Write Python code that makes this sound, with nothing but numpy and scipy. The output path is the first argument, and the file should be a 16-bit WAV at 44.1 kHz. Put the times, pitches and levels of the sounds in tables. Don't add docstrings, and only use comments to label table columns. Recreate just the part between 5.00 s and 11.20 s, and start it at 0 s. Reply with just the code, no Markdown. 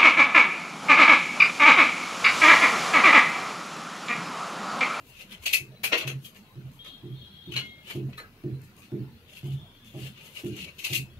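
import sys
import numpy as np
from scipy import signal
from scipy.fft import rfft, irfft, next_fast_len
from scipy.io import wavfile
from scipy.ndimage import uniform_filter1d

SR = 44100
rng = np.random.default_rng(int(sys.argv[2]) if len(sys.argv) > 2 else 0)


def rack_gain(trim_db):
    fader = np.asarray(trim_db, float)
    return 10 ** (fader / 20)


def int16_out(signal):
    q = np.round(np.clip(np.atleast_2d(signal).T, -1, 1) * 32767)
    wavfile.write(sys.argv[1], SR, q.astype(np.int16))


N = 273330
T = np.arange(N) / SR
FAST = next_fast_len(N)


def evened(x):
    return x / np.sqrt(np.mean(x ** 2) + 1e-20)


def read(points, hz):
    f, value = np.transpose(points)
    return np.interp(np.log(hz + 1), np.log(f + 1), value)


def colour(x, points):
    gain = rack_gain(read(points, np.fft.rfftfreq(FAST, 1 / SR)))
    return irfft(rfft(x, FAST) * evened(gain), FAST)[..., :N]


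def resonate(x, hz, width_hz):
    r = np.exp(-np.pi * width_hz / SR)
    pole = r * np.exp(2j * np.pi * hz / SR)
    return 2 * signal.lfilter([(1 - r) ** 1.5], [1, -2 * pole, pole ** 2], x).real


def spin(hz):
    return np.exp(2j * np.pi * np.cumsum(hz) / SR)


def add(mix, start_s, sound):
    part = mix[..., round(start_s * SR):][..., :sound.shape[-1]]
    part += sound[..., :part.shape[-1]]


def wash(points, patchy_db, size, bins, frames):
    hz = np.fft.rfftfreq(size, 1 / SR)
    a, b, c, d, patches = rng.standard_normal((N // (size // 4) + 5, len(hz), 5)).T
    patches = uniform_filter1d(patches, size=bins, axis=0)
    patches = evened(uniform_filter1d(patches, size=frames, axis=1))
    level_db = read(points, hz)[:, None] + patchy_db * patches
    z = np.array([a + 1j * b, c + 1j * d]) * rack_gain(level_db)
    return signal.istft(z, nperseg=size, noverlap=size - size // 4)[1][:, :N]


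FINGERS = [
    [-68.5],
    [-84],
    [-69.5],
]
# peak_s, swell_s, plate_db, fizz_db, scuff_db
DRAGS = [(.1, 0.085, -65, 10, -9), (0.217, 0.13, -39.5, -12.5, -17.5), (0.326, 0.042, -37.5, -12.5, -11),
         (.44, 0.034, -41, -6, -14), (0.548, 0.067, -27, -12, -18), (0.859, 0.015, -31.5, -4, -11),
         (.95, 0.035, -25.5, -21, -1), (1.258, 0.04, -46.5, 2.5, -27), (2.581, 0.047, -26, -24, -17.5),
         (2.66, 0.055, -55, -6, -17), (2.911, 0.061, -33.5, -11.5, -11), (2.961, .05, -46.5, -7, -22),
         (3.199, 0.014, -48.5, -21, 6), (3.253, 0.072, -68, -25, 12), (4.378, 0.07, -43, -9, -30),
         (5.073, 0.18, -40.5, -9, -12.5), (5.21, 0.11, -46, -17, -10), (5.27, 0.086, -45.5, -6, -12),
         (5.4, 0.16, -42, -6.5, -12), (5.622, 0.14, -33.5, -16, -27), (5.69, 0.14, -42, -18, -14.5),
         (5.87, 0.08, -31, -11, -16), (5.91, 0.1, -33, -10, -29), (5.97, 0.11, -37.5, -3.5, -30)]
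# start_s, peak_db, fizz_db, knock_db
CATCHES = [(0.4615, -11, -12.5, -26.5), (0.5327, -10, -5, -31), (0.839, -13, -7, -13),
           (0.9275, -8, -33, -13), (0.978, -15, -15, -22), (1.0079, -19.5, -24, -12),
           (1.031, -30.5, -28, -2.5), (1.0752, -19, -12.5, -12), (1.0994, -33, -18, -4),
           (1.248, -35.5, -9, -16), (2.5192, -31.5, -11.5, -15), (2.5625, -18.5, -17.5, -11.5),
           (3.0924, -50, -8, -4), (3.1302, -39.5, -35, -9), (3.178, -35.5, -6, -8),
           (5.7884, -27, -10.5, -25), (5.845, -15.5, -12, -41), (5.93, -16, -9.5, -24.5),
           (5.9505, -14, -7.5, -42)]
# start_s, peak_db, fizz_db, knock_db
STROKES = [(1.35, -38, -5, -9), (1.72, -54, 7.5, -12), (1.8502, -32, -11, -10.5), (2.8646, -34, -18, -26),
           (3.62, -59, 14.5, -10), (3.68, -59, 0, -12), (3.7693, -43.5, 1, -8), (3.8227, -40, -6, -23),
           (4.2872, -42, -5, -22), (4.4453, -39, -2.5, -33), (4.509, -37.5, -5.5, -23),
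           (4.85, -42.5, -1, -19), (4.9771, -38.5, -0.5, -10), (5.02, -47, -15, -18),
           (5.3562, -26.5, -11, -28), (5.4496, -35, -2, -13), (5.5685, -33.5, -7, -8.5)]
# start_s, peak_db, fizz_db, knock_db
TICKS = [(.4348, -38, -12, -11), (.4605, -18, -13, -24), (.4677, -18, -19, -15), (.537, -5, -13, -28),
         (.8388, -15, -10, -16), (.852, -15, -4, -23), (.924, -15, -25, -4), (.9301, -11, -28, -8),
         (.944, -16, -25, -14), (.966, -28, -20, -5), (.982, -15, -16, -15), (1.0089, -27, -17, -15),
         (1.0289, -30, -22, -7), (2.5268, -35, -13, -21), (2.5407, -22, -17, -23), (2.5697, -29, -18, -7),
         (2.8815, -32, -14, -16), (2.91, -29, -17, 0), (3.1783, -44, -8, 2), (3.21, -48, -15, -10),
         (4.3332, -36, -10, -13), (4.3715, -39, -13, -19), (5.0361, -33, -12, -15), (5.06, -42, -16, -18),
         (5.1767, -36, -15, -15), (5.5679, -33, -5, -15), (5.6108, -39, -16, -23), (5.645, -22, -16, -27),
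         (5.8472, -23, -17, -23), (5.9315, -23, -17, -25), (5.9525, -21, -12, -28)]


def blade_power():
    power = rack_gain(np.array(FINGERS)) ** 2 * np.ones(N)
    swell_db, drag_t60_s = 19.5, 0.18
    for peak_s, swell_s, db, fizz_db, scuff_db in DRAGS:
        rise_db = swell_db * (T - peak_s) / max(swell_s, .01)
        fall_db = -60 * (T - peak_s) / drag_t60_s
        layers_db = np.array([[0], [fizz_db], [scuff_db]])
        power = power + rack_gain(db - 5.0 + np.minimum(rise_db, fall_db) + layers_db) ** 2
    t = np.arange(SR // 3) / SR
    graze_s = 0.007
    graze = t[t < graze_s] / graze_s
    for rows, t60_s, rise_s in (CATCHES, 0.16, 0.0015), (STROKES, 0.19, 0.013), (TICKS, 0.027, 0.001):
        attack = np.minimum(t / (rise_s * np.array([[1], [2.5], [1]])), 1)
        for start_s, db, fizz_db, knock_db in rows:
            layers_db = np.array([[0], [fizz_db], [knock_db]])
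            add(power, start_s - graze_s, (rack_gain(db - 15.0 + layers_db) * graze) ** 2)
            add(power, start_s, (attack * rack_gain(db - 10.0 - 60 * t / t60_s + layers_db)) ** 2)
    return power


# pitch_hz, width_hz, level_db
PLATE = [(2015, 50, -10.5), (2206, 35, -9.5), (2330, 38, -31), (2680, 58, -36), (2690, 59, -18),
         (2480, 32, -32), (2770, 200, -14), (3138, 120, -4.5), (4190, 70, -8), (4500, 140, -11.5)]
# time_s, pitch_hz
CONTACT = [(0, 2750), (.22, 2650), (.33, 3148), (.45, 2690), (.55, 2483), (.84, 2415), (.93, 2715),
           (1.17, 2588), (1.24, 3240), (1.4, 2743), (1.8, 3200), (2.45, 3204), (2.58, 2870), (2.9, 3020),
           (3.2, 2530), (4.3, 2784), (5.6, 2850), (5.95, 2586)]
# pitch_hz, level_db (per Hz)
BODY = [(880, -100), (1500, -38), (2230, -3.5), (2660, 2), (3300, -3), (4290, -7), (4790, -18.5),
        (5500, -15.5), (6200, -16.5), (7800, -29.5), (13200, -120)]
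# pitch_hz, level_db (per Hz)
FIZZ = [(2940, -55), (4900, -5), (5600, -16.5), (6390, -3.5), (8130, -8), (9490, -5.5), (10900, -3),
        (12200, -3), (14600, -6), (15800, -14)]
# pitch_hz, level_db (per Hz)
SCUFF = [(150, -53), (250, -8), (460, -2), (538, -1.5), (823, -11.5), (955, -7.5), (1400, -5), (2000, -6),
         (2600, -14), (4400, -120)]


def knife():
    crumbs_per_s = 500
    crumbs = rack_gain(3.0 * rng.exponential(1, N)) * (rng.random(N) < crumbs_per_s / SR)
    grain = evened(5.3 + evened(uniform_filter1d(crumbs, size=150)))
    drive = np.sqrt(blade_power())[:, None] * grain
    modes = wash([(1, 0), (SR, 0)], patchy_db=4.0, size=1024, bins=2, frames=9)
    plate, fizz, scuff = drive * evened(modes)
    plain = drive[0] * rng.standard_normal((2, N))
    rung = sum(rack_gain(db) * resonate(plain, hz, max(width_hz, 15)) for hz, width_hz, db in PLATE)
    slide = spin(np.interp(T, *np.transpose(CONTACT)))
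    contact = (slide * resonate(plain[::-1], 0, 380.0)).real
    body = rack_gain(-5.5) * colour(plate, BODY) + rack_gain(-11.0) * rung + rack_gain(-3.5) * contact
    return body + colour(fizz, FIZZ) + colour(scuff, SCUFF)


# start_s, pitch_hz, level_db, t60_s
CLINKS = [(.54, 4410, -30, .14), (.761, 4000, -55, .19), (.93, 330, -37, .25), (.93, 478, -32, .16),
          (.93, 968, -35, .12), (.93, 1405, -38, .12), (.93, 1650, -34, .14), (1.248, 3240, -44, .13),
          (2.87, 2950, -46, .3), (3.09, 700, -51, .07), (3.131, 2560, -52, .08), (3.179, 4050, -41, .1),
          (3.181, 1246, -41, .1), (3.18, 1763, -44, .2), (3.19, 2030, -46, .14), (3.19, 2210, -50, .1),
          (3.2, 4250, -47, .1), (3.235, 1620, -49, .15), (3.24, 1300, -52, .12),
          (.5425, 2507, -27, .17), (.5425, 2575, -24, .2), (.5425, 2646, -24, .2), (.5355, 2620, -15, .06),
         (.535, 2360, -30, .1), (.535, 2810, -28, .1), (.54, 2005, -33, .17), (1.791, 3252, -47, .45),
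         (1.80, 3677, -55, .4), (2.52, 3010, -38, .12), (2.54, 2740, -38, .12), (2.54, 1443, -48, .1),
         (2.565, 2912, -30, .22), (2.565, 4090, -28, .09), (2.565, 4172, -29, .09), (2.565, 4242, -34, .2),
         (2.61, 1443, -51, .2), (2.62, 2136, -45, .9), (2.63, 2150, -54, .5), (6.1, 3330, -60, .25)]
# start_s, pitch_hz, level_db, t60_s
AFTERRING = [(.846, 2480, -35.5, .3), (.846, 2590, -36, .3), (.85, 2330, -34, 0.22), (.47, 2560, -34, .25),
             (.47, 3300, -31, 0.1), (.47, 3700, -36, 0.063), (.932, 1900, -27, 0.12), (.932, 2080, -25, .1),
             (.932, 3350, -32, .08), (.93, 3470, -38, 0.064), (5.955, 2640, -35, 0.26),
             (5.955, 2735, -35, .22), (5.96, 2540, -38, 0.21), (2.66, 3300, -50, .5),
             (2.69, 3800, -56, 0.35), (2.78, 3320, -60, 0.43), (.56, 2225, -37, 0.19),
             (4.29, 2790, -55, .15), (4.33, 2740, -53, .1), (4.368, 2690, -42, 0.085),
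             (4.375, 2600, -51, .1), (4.43, 2950, -57, 0.27), (4.47, 3080, -53, .25),
             (4.5, 2910, -56, 0.28), (5.18, 2850, -51, .1), (5.21, 2460, -49, 0.11), (5.36, 2850, -43, .15),
             (2.9, 2215, -49, .1), (2.9, 693, -48.5, 0.068)]


def steel():
    out, t = np.zeros((2, N)), np.arange(SR) / SR
    hand = 1 / (1 + (t / .23) ** 10)
    for start_s, hz, db, t60_s in CLINKS + AFTERRING:
        attack = np.minimum(t / 0.00107, 1)
        add(out, start_s, rack_gain(db - 60 * t / t60_s) * hand * attack * np.sin(2 * np.pi * hz * t))
    return out


# time_s, level_db
TREMBLE = [
    [(1.8, -62), (1.872, -45.5), (2.086, -65.5), (2.194, -54), (2.48, -54.5), (2.574, -44), (2.624, -47.5),
     (2.82, -63.5), (3.0, -60)],
    [(4.25, -66), (4.292, -60), (4.858, -56.5), (4.898, -60.5), (5.074, -52), (5.112, -63), (5.3, -59)],
]
# pitch_hz, width_hz, level_db
RINGS = [
    [(2870, 47, -6), (3263, 67, 5), (3350, 56, -2), (3660, 55, -1.5), (3960, 100, -4.5), (4270, 61, -6.5)],
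    [(2870, 63, -13), (3140, 32, -1), (3300, 74, 0), (3524, 90, 3)],
]


def trembling_plate():
    out = np.zeros((2, N))
    drift_hz = 16
    for rows, rings in zip(TREMBLE, RINGS):
        time_s, level_db = np.transpose(rows)
        shake = rng.standard_normal((2, N)) * rack_gain(np.interp(T, time_s, level_db, -150, -150) - 7.0)
        for hz, width_hz, db in rings:
            fits = np.interp(T, np.arange(0, 7, .04), rng.standard_normal(175))
            turn = spin(hz + drift_hz * fits[::-1])
            still = resonate(shake * turn.real, 0, width_hz) + 1j * resonate(shake * turn.imag, 0, width_hz)
            out += rack_gain(db + 2.8 * fits) * (turn * still).real
    return out


# start_s, peak_db, boom_db (over the knock), bright_db
BLOWS = [(0.601, -49.5, -3.5, -23), (1.051, -43, 0.5, -9), (1.557, -50, 5, -32), (2.033, -41, -1.5, -24),
         (2.474, -40.5, 3, -40), (2.951, -31, -7, -25.5), (3.440, -32, -6, -30), (3.92, -29, -8.5, -33),
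         (4.433, -43.5, 4.5, -29), (4.942, -39, -5, -13.5), (5.437, -29.5, -8.5, -32),
         (5.903, -41, 2.5, -16)]
# pitch_hz, width_hz, level_db
WALL = [(213, 83, -10), (261, 51, -1), (305.7, 31.6, 0.5), (340.3, 39, -2.5), (413.6, 11.3, -5.5),
        (432, 46, -14)]
# pitch_hz, level_db, t60_s
BOOM = [(118.2, 2.5, 0.47), (128.13, 4.5, 0.75), (174.9, 1, 0.43)]


def blows():
    out, t = np.zeros(N), np.arange(SR // 2) / SR
    settle = rack_gain(-20.0) + 1 / (1 + (t / 0.13) ** 20)
    swell = 0.38 * np.exp(-((t - .02) / 0.017) ** 2) + np.minimum(t / 0.094, 1) ** 3
    drone_shape = np.minimum(t / 0.014, 1) * (1 - 1.2 * np.exp(-((t - .12) / 0.028) ** 2))
    detune = .025
    shared = rng.standard_normal(len(t))
    for start_s, db, boom_db, bright_db in BLOWS:
        own = rng.standard_normal((2, len(t)))
        knock = 0
        for hz, width_hz, mode_db in WALL:
            band = resonate(shared + 0.51 * own[0], hz, width_hz)
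            fade_db = hz / 300 * 109.0 * t
            knock = knock + rack_gain(mode_db - fade_db) * band / np.std(band[:SR // 8])
        edge = resonate(own[1], 645.0, 300.0) * rack_gain(-300. * t) * np.minimum(t / 0.0084, 1)
        boom = 0
        for (hz, mode_db, t60_s), jog in zip(BOOM, own[1]):
            phase = 2 * np.pi * hz * (1 + detune * jog) * (t - .02) + 0.99 * jog
            boom = boom + rack_gain(mode_db + 1.5 * jog - 60 * t / t60_s) * np.cos(phase)
        sound = rack_gain(-9.) * knock * np.minimum(t / 0.0018, 1)
        sound = sound + rack_gain(boom_db + 4.5) * swell * boom + rack_gain(bright_db + 4.5) * edge
        lowest_hz = 81. * (1 + detune * own[0, 1])
        drone = rack_gain(boom_db - 13.5) * drone_shape * np.sin(2 * np.pi * (lowest_hz * t + own[0, 0]))
        add(out, start_s - .001, rack_gain(db) * (settle * sound + drone) * np.cos(np.pi * t) ** 2)
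    out = signal.lfilter(*signal.butter(2, 100 / SR, "high"), out)
    return np.array([out, out])


# pitch_hz, level_db (per Hz)
RUMBLE = [(20, -43), (60, -30), (91, 11.5), (114, 0), (203, 2.5), (275, -8), (463, -13.5), (600, -42),
          (780, -67), (1320, -120)]


def rumble():
    start_s, peak_db, boom_db = np.array(BLOWS)[:, :3].T[..., None]
    late = np.maximum(T - start_s, 0) / 0.095
    swells = rack_gain(peak_db + boom_db - 18) * late * np.exp(1 - late)
    noise = evened(wash(RUMBLE, patchy_db=6.5, size=2048, bins=3, frames=5))
    return noise * (rack_gain(-60.5) + swells.sum(0))


# pitch_hz, level_db (per Hz)
FLAME = [(180, -58), (300, -2), (469, -5.5), (839, -6.5), (1950, -12), (2770, -10), (4260, -9.5),
         (4710, -14), (8550, -30), (11700, -15.5), (14800, -22), (15800, -14)]


def flame():
    return rack_gain(-64.0) * evened(wash(FLAME, patchy_db=5.0, size=1024, bins=5, frames=8))


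# pitch_hz, level_db (per Hz)
HUM = [(15, -100), (28, -90), (42, -101), (52, -104), (72, -86), (120, -77), (250, -88.5), (500, -110)]


def hum():
    deep = rack_gain(-12.0) * np.sqrt(SR) * wash(HUM, patchy_db=-4.5, size=4096, bins=2, frames=6) / 40
    strength = 1 + 0.6 * np.sin(2 * np.pi * 0.68 * T)
    motor = np.sin(2 * np.pi * 32.5 * T + 2.5 * np.sin(2 * np.pi * 0.466 * T))
    return deep + rack_gain(-69.0) * strength * motor


# pitch_hz, t60_s
KITCHEN = [(200, 0.3), (1000, 0.17), (3000, 0.099), (8000, 0.19), (15000, 0.057)]


def kitchen(x):
    taps = np.zeros((2, SR // 2))
    at = np.arange(150, SR // 2 - 20, 20)
    at = at + rng.integers(0, 20, (2, len(at)))
    np.put_along_axis(taps, at, rng.choice([-1., 1.], at.shape), 1)
    hz, t, z = signal.stft(taps, SR, nperseg=256)
    fade = rack_gain(-60 * t / read(KITCHEN, hz)[:, None])
    tail = signal.istft(z * fade, SR, nperseg=256)[1]
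    return signal.oaconvolve(x, tail / np.linalg.norm(tail[0]), axes=1)[:, :N]


def scene():
    near = knife() + steel() + trembling_plate()
    far = blows()
    wet = kitchen(rack_gain(-12.5) * near + rack_gain(-6.5) * far)
    return near + far + wet + rumble() + hum() + flame()


def band_limit(x):
    return signal.sosfilt(signal.butter(12, 16500, fs=SR, output="sos"), x)


# pitch_hz, likeness (1 = the same)
SAME = [(60, .97), (500, 0.94), (800, 0.55), (1400, 0.073), (2000, -0.15), (6000, 0.11)]
# pitch_hz, level_db
SHADE = [(500, -0.7), (1500, .5), (3000, 7), (5000, -1.5), (8000, 18.5), (13000, 7)]


def record(dry):
    hz = np.fft.rfftfreq(FAST, 1 / SR)
    left, other = rfft(dry, FAST) * (hz < 15700)
    same = np.clip(read(SAME, hz), -1, 1)
    lean = rack_gain(read(SHADE, hz) / 2)
    right = same * left + np.sqrt(1 - same ** 2) * other * 1j
    pair = np.array([left * lean, right / lean]) * 2 / np.hypot(lean, 1 / lean)
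    return band_limit(irfft(pair, FAST)[:, :N])


dry = scene()
out = record(dry)
int16_out(out)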